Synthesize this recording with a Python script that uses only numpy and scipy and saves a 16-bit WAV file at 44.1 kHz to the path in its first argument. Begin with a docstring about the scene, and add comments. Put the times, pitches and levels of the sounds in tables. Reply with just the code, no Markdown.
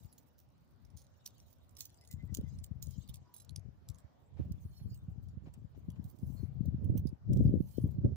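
"""A breezy street, where a small dog on a leash steps from a gravel bed to the kerb. Wind leads: eddies
buffet the two microphone ports with rumble, flutter and thumps. Pebbles, claws and the leash clip tick
and bounce, stirred leaves and gravel rustle, a collar tag rings and shoes crush grit on asphalt.
Behind them, faint birds whistle and wheeze over a bed of far traffic."""
import sys
import numpy as np
from scipy import signal
from scipy.io import wavfile
from scipy.ndimage import uniform_filter1d

SR = 44100
rng = np.random.default_rng(int(sys.argv[2]) if len(sys.argv) > 2 else 0)


def transcribe(signal):
    """Save signal, clipped to [-1, 1], as a 16-bit WAV file at the path in sys.argv[1]."""
    frames = np.atleast_2d(signal).T
    limited = np.clip(frames, -1, 1)
    pcm = np.round(limited * 32767).astype(np.int16)
    wavfile.write(sys.argv[1], SR, pcm)


N = 359837


def from_db(db):
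    """Decibels to gain."""
    return 10 ** (np.asarray(db) / 20)


def unit_rms(x):
    """Scale to an rms of one."""
    return x / np.sqrt(np.mean(x ** 2) + 1e-20)


def automation(rows):
    """Draw each column of a breakpoint table as a curve over the whole scene."""
    times, *columns = np.transpose(rows)
    return [np.interp(np.arange(N) / SR, times, column) for column in columns]


def eq_at(points, hz):
    """Read an EQ curve on a log-frequency axis."""
    freqs, levels = np.transpose(points)
    return np.interp(np.log(hz), np.log(freqs + 1), levels)


def band(x, low_hz, high_hz):
    """Butterworth band-pass."""
    sos = signal.butter(2, [low_hz, min(high_hz, 21000)], "band", fs=SR, output="sos")
    return signal.sosfilt(sos, x)


def resonance(x, hz, width_hz):
    """Two-pole peak of unit gain."""
    r = np.exp(-np.pi * width_hz / SR)
    gain = (1 - r * r) / 2
    return signal.lfilter([gain, 0, -gain], [1, -2 * r * np.cos(2 * np.pi * hz / SR), r * r], x)


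def drift(rate_hz):
    """Smooth random modulator with an rms of one."""
    hop = 40
    r = np.exp(-2 * np.pi * hop * rate_hz / SR)
    slow = signal.lfilter([1], [1, -2 * r, r * r], rng.standard_normal(N // hop + 2002))[2000:]
    return np.interp(np.arange(N) / hop, np.arange(len(slow)), unit_rms(slow))


def uneven_hits(spread_db, shape):
    """Impulse strengths of either sign: mostly small, a few large."""
    return from_db(spread_db * np.minimum(rng.exponential(1, shape), 3)) * rng.choice([-1, 1], shape)


def panned(pan_db):
    """Constant-power left and right gains; pan is always left minus right."""
    pair = np.array([from_db(pan_db / 2), from_db(-pan_db / 2)])
    return pair / np.sqrt(np.mean(pair ** 2, axis=0))


# The dog's path across the stereo field: (time [s], left port delay [samples])
DOG_BEARING = [(0, 1), (1.2, -2), (2.2, -6), (2.8, -5), (3.7, 0), (5.2, 7), (6.2, 8), (7, 14), (8.16, 16)]

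def place(out, start, sound, pan_db, left_only=0):
    """Mix in a panned one-shot, delayed between the ports by the dog's bearing."""
    lag = round(np.interp(start, *np.transpose(DOG_BEARING)))
    for port, gain, delay, part in zip(out, panned(pan_db), (lag, 0), (sound + left_only, sound)):
        i = round(start * SR) + delay
        port[i:i + len(part)] += gain * part[:N - i]


# The ride of the gusts: (time [s], level [dB], pan [dB])
GUSTS = [(0, -50.5, 32), (.12, -75, -6), (.7, -65.5, 13.5), (.92, -53.5, 7), (1.07, -67, 0), (2.06, -65, 0),
         (2.16, -42.5, 12), (2.58, -43, 13), (2.68, -56, 7), (2.9, -44, 33), (3.2, -53.5, 5),
         (3.32, -79, 19), (3.5, -52, 55), (3.62, -47.5, 22), (3.82, -65, -2.5), (3.91, -47, 22),
         (4.11, -76.5, -8), (4.27, -66, 1), (4.4, -38, -3), (4.6, -46.5, -2), (4.75, -56, 0.5),
         (4.85, -41.5, 8), (4.94, -43, 4), (5.0, -52, 1), (5.08, -43, -2), (5.4, -46, 0),
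         (5.75, -55.5, 0.5), (6.0, -40, 7), (6.17, -62, -14), (6.24, -40, 8), (6.53, -41.5, 14),
         (6.62, -32, 14), (6.76, -37, -1.5), (6.9, -29, -6.5), (7.07, -31.5, -5), (7.18, -68, 7),
         (7.3, -24.5, 6.5), (7.55, -27.5, -3.5), (7.76, -45.5, 19), (7.84, -31, 4), (7.97, -38, 2),
         (8.05, -23, 11), (8.16, -41.5, -7.5)]
# Tone of the buffeting: (frequency [Hz], level [dB])
BUFFET_EQ = [(15, -53), (25, -13), (68, 12), (140, 8), (199, -7.5), (432, -25.5), (612, -28.5), (840, -65),
             (1100, -90), (1430, -86), (2420, -120)]
# The ride of the small, fast eddies: (time [s], level [dB])
EDDY_FLUTTER = [(0.0, -84.5), (2.04, -82), (2.36, -70), (2.39, -48), (2.5, -92), (4.34, -77), (4.39, -52.5),
                (4.61, -74.5), (6.07, -68.5), (6.45, -66.5), (6.48, -80.5), (6.68, -43.5), (6.73, -69),
                (6.95, -35), (7.0, -58), (7.07, -50), (7.2, -87), (7.32, -35), (7.54, -32.5), (7.73, -76.5),
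                (7.79, -47), (7.82, -56.5), (7.86, -41.5), (7.93, -75.5), (8.05, -31.5), (8.16, -69)]

def wind(thumps, eddies_per_s=180, sway_db=7, bass_hz=90, split_hz=230):
    """Each port is struck by its own uneven train of eddies; large ones rumble, small ones flutter."""
    level_db, pan_db = automation(GUSTS)
    pan_db = pan_db + sway_db * drift(8)  # the wind swings between the ports
    flutter_db, = automation(EDDY_FLUTTER)
    edges = 25 * 2 ** np.arange(0, 5.5, 0.5)
    out = np.zeros((2, N))
    for port, gain, thump in zip(out, panned(pan_db), thumps):
        eddies = uneven_hits(4.6, (2, N)) * (rng.random(N) < eddies_per_s / SR)
        eddies += 0.029 * rng.standard_normal((2, N))
        large, small = np.zeros((2, N))
        for k, (low, high) in enumerate(zip(edges, edges[1:])):
            hz = np.sqrt(low * high)
            part = from_db(eq_at(BUFFET_EQ, hz)) * band(eddies[k % 2], low, high)
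            if hz < bass_hz:  # faster wind makes smaller eddies, so the sub swells less
                part *= from_db(-0.1656 * (level_db + 40))
            if hz < split_hz:
                large += part
            else:
                small += part
        large, small = unit_rms(large), unit_rms(small)
        rumble = from_db(level_db + 0.5 * drift(4.1)) * large
        bursts = from_db(flutter_db - 2 + 4.9 * drift(28))
        shedding = uniform_filter1d(np.abs(large), size=300) ** 0.78  # strong eddies shed small ones
        port += gain * (rumble + bursts * shedding * small)
        port += from_db(-22.5) * uniform_filter1d(np.abs(thump), size=200) * small  # so do thumps
    return out


# The hardest single eddies: (time [s], level on the louder port [dB], pitch [Hz], pan [dB])
EDDY_THUMPS = [(0.054, -36, 100, 33), (0.954, -41.5, 118, 36), (2.143, -29, 127, 31), (2.241, -27, 119, 13),
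               (2.327, -29, 152, 19), (2.39, -27, 247, 29), (2.398, -26.5, 109, -21), (2.441, -29, 150, 12),
               (2.717, -26, 126, 32), (2.763, -33, 100, 26), (2.873, -31.5, 117, 40), (2.986, -27, 128, 25),
               (3.097, -35, 91, -30), (3.222, -43.5, 112, 23), (3.521, -35, 98, 38), (3.583, -32, 105, 38),
               (3.657, -35, 97.5, 31), (3.689, -37, 110, 32), (3.903, -28.5, 91, 28),
               (4.049, -39.5, 91, -33), (4.401, -28.5, 155, 16), (4.413, -30, 131, -9),
               (4.515, -25, 135, -24), (4.657, -29, 104, 14), (4.818, -33, 112, -24), (4.86, -30, 131, 33),
               (4.917, -33.5, 120, -9), (5.088, -30, 117, -8), (5.184, -33, 116, 16),
               (5.376, -31, 137, -37), (5.476, -42, 212, 0), (5.581, -39.5, 125, 24),
               (5.651, -31.5, 118, 41), (5.889, -24.5, 153, 28), (5.999, -27, 158, 28),
               (6.054, -32.5, 119, -28), (6.234, -24, 150, 30), (6.305, -28, 158, 27),
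               (6.436, -24.5, 179, 19), (6.611, -17.5, 158, 37), (6.687, -20, 142.6, 11),
               (6.748, -24.5, 176, -21), (6.861, -24.5, 150, -13), (6.904, -25, 150, -26),
               (6.956, -18, 186, -13), (7.058, -19.5, 205, -37), (7.131, -32, 202, 29),
               (7.301, -15.5, 130, 24), (7.322, -20.5, 171, 11), (7.397, -16, 154, -22),
               (7.456, -11.5, 140, 21.5), (7.48, -17.5, 140, 10), (7.542, -12.5, 233, 22),
               (7.608, -16.5, 206, -26), (7.785, -17.5, 306, 40), (7.844, -16, 151, 5),
               (7.988, -21, 161, -21), (8.051, -12, 112, 33)]

def wind_thumps(attack_cycles=0.35, release_cycles=0.66, glide=0.49):
    """One eddy hits a port: a pressure swing of about two cycles that builds fast and slows as it fades."""
    out = np.zeros((2, N))
    for (time, db, hz, pan_db), phase in zip(EDDY_THUMPS, rng.random(len(EDDY_THUMPS))):
        cycles = np.arange(-int(1.5 * SR / hz), int(3 * SR / hz)) * hz / SR
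        swell = np.exp(-0.5 * (cycles / np.where(cycles < 0, attack_cycles, release_cycles)) ** 2)
        swing = swell * np.cos(2 * np.pi * (cycles - glide * cycles * np.tanh(cycles) + phase))
        start = time - 1.422 / hz - 0.0026  # pre-roll lands the crest near the cue
        place(out, start, from_db(db) / panned(pan_db).max() * swing, pan_db)
    return out


def through_ports(pressure, low_hz=61, high_hz=617):
    """The ports pass wind pressure only in a low band with steep edges."""
    pressure = signal.sosfilt(signal.butter(3, low_hz, "high", fs=SR, output="sos"), pressure)
    return signal.sosfilt(signal.butter(6, high_hz, fs=SR, output="sos"), pressure)


# Pebble, claw and clip hits:
# (time [s], level [dB], ring pitch [Hz], sparkle trim [dB], grit against click [dB], grit t60 [s])
CONTACTS = [(0.1281, -75, 6630, -10, -10, 0.055), (0.1814, -52, 6800, -3, -3, 0.051),
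            (0.381, -59, 6100, 1, -2, 0.17), (0.848, -58, 5850, -11, -12, 0.045),
            (0.9008, -61, 5600, -26, -12, 0.055), (0.9702, -49.5, 6300, -9, -1.5, 0.14),
            (1.066, -59.5, 6200, -21, -5, 0.039), (1.2581, -41.5, 5870, 0, 2, 0.05),
            (1.2597, -34.5, 5700, -19, -17, 0.076), (1.3794, -59, 6340, -28, -19, 0.055),
            (1.399, -51.5, 5900, -22, -10, 0.041), (1.5267, -56, 5800, -4, -12, 0.035),
            (1.692, -53.5, 7180, -30, -12, 0.055), (1.7504, -59, 6650, -15, -5, 0.055),
            (1.7663, -41, 5660, -15, -8, 0.055), (1.7865, -46, 7740, -2, -5, 0.085),
            (1.805, -29, 6700, -9, -11, 0.088), (1.8535, -40, 6360, -6, -11, 0.068),
            (1.942, -60.5, 6130, -20, -12, 0.039), (2.0098, -50.5, 5170, -21, -10, 0.11),
            (2.0472, -54, 3800, -20, -5, 0.063), (2.073, -52, 6700, -12, -14, 0.072),
            (2.1106, -44, 7260, -4.5, -5, 0.084), (2.3463, -28.5, 6900, -7, -14, 0.039),
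            (2.369, -36.5, 6600, -10, -8, 0.044), (2.4094, -55.5, 3750, -8, -16, 0.037),
            (2.5864, -49, 5500, -30, -12, 0.038), (2.6386, -42.5, 7500, -6, -8, 0.053),
            (2.6616, -55, 7880, -6, -10, 0.033), (2.824, -34.5, 6780, -4, -11, 0.069),
            (2.8676, -49.5, 6540, -27, -9, 0.055), (2.9074, -49.5, 6430, -11, -6, 0.067),
            (3.001, -71, 4530, -32, -10, 0.055), (3.075, -55, 4560, -8, -10, 0.059),
            (3.0916, -41.5, 3740, -11, 1, 0.034), (3.14, -39, 7900, -13, -10, 0.073),
            (3.3384, -54, 4340, 6.5, -12, 0.055), (3.4007, -52, 5470, -18, -4, 0.061),
            (3.4457, -55, 7150, -9, -16, 0.045), (3.492, -39.5, 4160, -29, -21.5, 0.072),
            (3.5588, -33.5, 5450, -32, -23, 0.055), (3.5928, -57, 6360, -37, -18, 0.048),
            (3.8859, -39.5, 7600, -17, -13, 0.068), (3.944, -55.5, 6760, -23, -7, 0.041),
            (3.9833, -54, 7840, -11, -3, 0.065), (4.5194, -46.5, 6200, -8, -6, 0.028),
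            (4.944, -56, 7840, -4, -4, 0.12), (5.284, -61.5, 5200, -19, -11, 0.055),
            (5.5375, -51, 7750, -11, -8, 0.045), (5.9, -51, 3380, -19, -9, 0.059),
            (6.0406, -54.5, 7950, -4, -4.5, 0.065), (6.099, -62, 7850, 6, -10, 0.055),
            (6.1857, -59, 7420, -6, -10, 0.055), (6.6557, -58, 6270, 0.5, -6, 0.051),
            (6.8437, -51.5, 2900, -6, -15.5, 0.045), (6.897, -61, 3150, -24, -9, 0.066),
            (6.969, -62.5, 2980, 2, -10, 0.055), (6.9747, -44.5, 6100, 3.5, -11, 0.053),
            (7.0693, -47, 4970, -13, -6, 0.078), (7.3305, -45.5, 6850, -8, -8.5, 0.037),
            (7.3706, -47, 7490, -12, -16.5, 0.058), (7.419, -68, 3230, -5, -14, 0.079)]

def contact_ticks(lead_s=0.0068, click_s=0.0011, bounces_per_s=77, upper_range_hz=(8600, 11200)):
    """A hard contact with bounces and grit: a broad crack, two short rings and a sparkle on the right."""
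    out, t = np.zeros((2, N)), np.arange(4000) / SR
    since_hit = np.maximum(t - lead_s, 0)
    click = (t > lead_s) * np.exp(-since_hit / click_s)
    lead_in = np.minimum(t / lead_s, 1) ** 1.3  # stones shift and grind before the hit
    for time, db, ring_hz, sparkle_db, grit_db, t60 in CONTACTS:
        noise = rng.standard_normal((3, len(t)))
        chance = noise[1]
        upper_hz = np.interp(chance[-1], (-1.5, 1.5), upper_range_hz)  # varies from stone to stone
        pan_db = -5.5 + 4 * chance[-2]
        touches = np.abs(chance) < bounces_per_s / SR
        bounces = signal.lfilter([3.2], [1, -0.97], touches * 1.0)  # about a millisecond each
        grit = from_db(grit_db - 60 * (since_hit / t60) ** 1.46) * (0.5 + bounces) * lead_in
        burst = noise[::2] * (click + grit)
        for gap in 8 + np.argsort(chance[:40])[:2]:  # echoes off nearby stones comb the colour
            burst = burst + 0.26 * np.pad(burst, ((0, 0), (gap, 0)))[:, :len(t)]
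        crack = band(band(burst, 3400, 11900), 1600, 13000)
        rings = resonance(burst, ring_hz, ring_hz / 9)
        rings += from_db(-3) * resonance(burst, upper_hz, upper_hz / 12)
        sparkle = resonance(burst, 15100, 1100)
        crack, rings, sparkle = [part / np.abs(part[0]).max() for part in (crack, rings, sparkle)]
        body = from_db(db - 6.5) * (crack + from_db(2.5) * rings)
        start = time - 0.0048
        place(out, start, body[0], pan_db, left_only=body[1])
        place(out, start, from_db(db + sparkle_db + 7) * sparkle[0], pan_db - 16)
    return out


# Leaves and gravel stirred by dog and leash: (time [s], body level [dB], treble level [dB])
GROUND_STIR = [(0, -72.5, -83), (.22, -87, -89), (.85, -93, -92), (1.38, -75, -84.5), (1.73, -93, -89.5),
               (1.88, -73, -85), (2.16, -89.5, -93), (2.52, -71, -88), (2.8, -100.5, -104),
               (2.92, -67.5, -70), (3.04, -70, -81), (3.2, -84.5, -108), (3.43, -79, -100),
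               (3.56, -95, -105), (4.25, -91.5, -95), (4.75, -81, -81.5), (5.1, -87.5, -96),
               (5.84, -89, -96), (6.3, -87.5, -75), (6.64, -92.5, -100), (7.27, -97.5, -104),
               (7.39, -78, -71), (7.46, -73.5, -76), (7.52, -88, -87), (7.8, -79.5, -73), (8.0, -96, -100),
               (8.16, -90, -101)]

def ground_rustle(snaps_per_s=700, q=27, strays_per_s=18, off_gravel_s=2.3):
    """Clumps of tiny snaps, each ringing briefly at the pitch of its pebble or leaf."""
    level_db, treble_db = automation(GROUND_STIR)
    sizes = uneven_hits(1.8, N)
    snaps = sizes * (rng.random(N) < snaps_per_s * from_db(4 * drift(20)) / SR)
    pitch_index, hiss = rng.integers(0, 12, N), rng.standard_normal((2, N))
    rings = np.zeros((2, N))
    for k, hz in enumerate(np.geomspace(2900, 7600, num=12)):
        flicker = from_db(7 * drift(19))
        rings += (-1) ** k * flicker * resonance(snaps * (pitch_index == k) + hiss, hz, hz / q)
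    body = unit_rms(rings) * from_db(level_db - 2)
    air = (snaps + 0.63 * hiss) * from_db(5.7 * drift(25))
    air = band(air, 3500, 18000) + from_db(15) * resonance(air, 15200, 800)
    treble = unit_rms(air) * from_db(treble_db + 7.5)
    # lone pebbles click until the dog is off the gravel
    strays = (rng.random(N) < strays_per_s / SR) * (np.arange(N) < off_gravel_s * SR)
    stray_envelope = signal.lfilter([1], [1, -0.98], strays * from_db(level_db + 16) * np.abs(sizes))
    body += band(stray_envelope * rng.standard_normal(N), 2800, 14000)
    out = body * panned(0.55)[:, None] + treble * panned(-19)[:, None]
    lag = np.round(automation(DOG_BEARING)[0]).astype(int)
    out[0] = out[0][np.clip(np.arange(N) - lag, 0, N - 1)]
    return out


TAG_HITS = [(0.127, -71), (3.343, -56.5), (3.364, -56), (3.38, -60), (3.4, -58), (3.419, -68)]
# Ringing modes of the tag: (frequency [Hz], level [dB], t60 [s])
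TAG_MODES = [(3950, -12, 0.11), (5300, -16, 0.22), (6400, -3, 0.047), (7640, -5, 0.073), (9250, -8, 0.06),
             (9900, -21, .05), (10780, 9, 0.046), (11670, -27, .05), (14700, 0, .05)]

def collar_tag(spread_db=2.6):
    """Every touch rings each mode of the tag with its own strength and a slight detune."""
    out, t = np.zeros((2, N)), np.arange(5000) / SR
    for (time, db), accents in zip(TAG_HITS, rng.normal(0, spread_db, (len(TAG_HITS), len(TAG_MODES)))):
        ring = np.zeros(len(t))
        for (hz, mode_db, t60), accent_db in zip(TAG_MODES, accents):
            decay = from_db(db + mode_db + accent_db - 60 * t / t60)
            ring += decay * np.sin(2 * np.pi * hz * (1 + 0.0057 * accent_db) * t)
        brushing = unit_rms(band(rng.standard_normal(len(t)), 60, 500))  # tag and clip keep touching
        place(out, time, ring * (1 + 0.48 * brushing), pan_db=-7)
    return out


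# Soles set down on asphalt: (time [s], level [dB], decay time [s])
FOOTFALLS = [(4.363, -70, 0.093), (4.791, -75, 0.033), (5.455, -68, 0.039), (5.535, -75, 0.036),
             (5.616, -87, 0.033), (5.743, -76, 0.034), (5.956, -73, 0.022), (6.962, -70.5, 0.036)]

def shoe_scuffs():
    """Grit crushed under a sole: dense, rough noise, duller than the gravel."""
    out = np.zeros((2, N))
    for time, db, decay_s in FOOTFALLS:
        noise = rng.standard_normal((3, 6000))
        age = np.arange(6000) / SR / decay_s
        grit = noise[:2] * noise[2] ** 2
        sole = from_db(12) * band(grit, 300, 900)
        envelope = np.minimum(age * 8, 1) * np.exp(-age ** 3)
        scuff = from_db(db) * unit_rms(band(grit, 400, 2900) + sole) * envelope
        place(out, time, scuff[0], pan_db=-3, left_only=2.1 * scuff[1])
    return out


# Short whistled notes: (centre time [s], level [dB], pitch [Hz], core length [s])
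BIRD_NOTES = [(1.3, -84, 3700, 0.019), (1.627, -83.5, 3760, 0.019), (2.032, -81, 2020, 0.029),
              (2.119, -73.5, 2015, .025), (2.2, -89, 3720, .04), (2.206, -74, 2060, 0.034),
              (2.297, -78.5, 1970, 0.024), (2.475, -81.5, 2050, 0.031), (3.271, -87, 1100, 0.058),
              (3.306, -75.5, 982, 0.0656), (4.925, -75, 4880, 0.034), (5.01, -88, 3630, 0.029),
              (6.39, -85, 4840, 0.019)]

def bird_whistles(blur_hz=70):
    """Far notes blurred by the air: a sine in a halo of narrow noise, faded in and out."""
    out = np.zeros((2, N))
    for time, db, hz, core_s in BIRD_NOTES:
        t = np.arange(int(core_s * 2.6 * SR)) / SR
        blur = unit_rms(resonance(rng.standard_normal(8000), hz, blur_hz)[-len(t):])
        note = np.hanning(len(t)) * (1.9 * np.sin(2 * np.pi * hz * t) + blur)
        place(out, time - t[-1] / 2, from_db(db) * note, pan_db=0)
    return out


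# A thin, repeated call: (start [s], end [s], level [dB], mid lift [dB])
WHEEZE_CALLS = [(4.517, 5.01, -84, 9), (6.191, 6.515, -80, -3), (7.544, 7.966, -79.5, 2.5)]
# Colour of the call: (frequency [Hz], width [Hz], level [dB])
WHEEZE_PEAKS = [(2400, 85, -8), (3070, 27, -2), (4270, 45, 2), (5350, 45, -2), (6200, 70, 1),
                (7700, 140, -2.5), (10240, 580, 9.5), (11300, 600, 5), (15070, 680, 10)]

def bird_wheeze(rasp_db=7.5):
    """A bird on the right wheezes in narrow noise bands, each flickering on its own."""
    out = np.zeros((2, N))
    for hz, width, band_db in WHEEZE_PEAKS:
        flicker = from_db(rasp_db * drift(6.8))
        for start, end, db, lift_db in WHEEZE_CALLS:
            breath = rng.standard_normal(SR // 2)[:int((end - start) * SR)]
            tone = unit_rms(resonance(resonance(breath, hz, width), hz, 3 * width))
            envelope = np.hanning(len(breath)) * flicker[int(start * SR):][:len(breath)]
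            gain = from_db(db + band_db + lift_db * (3800 < hz < 5600) - 10)
            place(out, start, gain * envelope * tone, pan_db=-hz / 900)
    return out


# Tone of the traffic and hiss: (frequency [Hz], level [dB])
STREET_EQ = [(18, -41), (30, -12), (86, 3.5), (120, 1), (279, -5.5), (435, -13.5), (551, -9), (883, -12),
             (1840, -24), (2660, -27.5), (6150, -32.5), (8200, -48.5), (10700, -42.5), (12500, -56.5),
             (15800, -22)]
# Stereo lean of that bed: (frequency [Hz], pan [dB])
STREET_PAN = [(60, 3.5), (240, -2), (950, 0), (3770, -1), (15000, -1.5)]

def far_traffic(level_db=-69, wander_db=2.35):
    """Far traffic and microphone hiss: wandering third-octave noise bands, unrelated left and right."""
    out, edges = np.zeros((2, N)), 30 * 2 ** np.arange(0, 9.3, 1 / 3)
    white, shared_swell = rng.standard_normal((2, 2, N)), drift(0.85)
    for k, (low, high) in enumerate(zip(edges, edges[1:])):
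        hz = np.sqrt(low * high)
        gain = from_db(eq_at(STREET_EQ, hz) + wander_db * (shared_swell / 2 + drift(4.4)))
        out += gain * band(white[k % 2], low, high) * panned(eq_at(STREET_PAN, hz))[:, None]
    return from_db(level_db) * unit_rms(out)


def scene(bed_top_hz=15950):
    """Wind and ticks up front, over a bed whose treble ends a little below that of the ticks."""
    thumps = wind_thumps()
    bed = far_traffic() + ground_rustle() + bird_whistles() + bird_wheeze()
    bed += collar_tag() + shoe_scuffs()
    bed = signal.sosfilt(signal.cheby2(16, 45, bed_top_hz, fs=SR, output="sos"), bed)
    return bed + through_ports(wind(thumps) + thumps) + contact_ticks()


def record(dry):
    """A steep high cut on the whole mix."""
    return signal.sosfilt(signal.cheby2(12, 70, 16830, fs=SR, output="sos"), dry)


dry = scene()
out = record(dry)
transcribe(out)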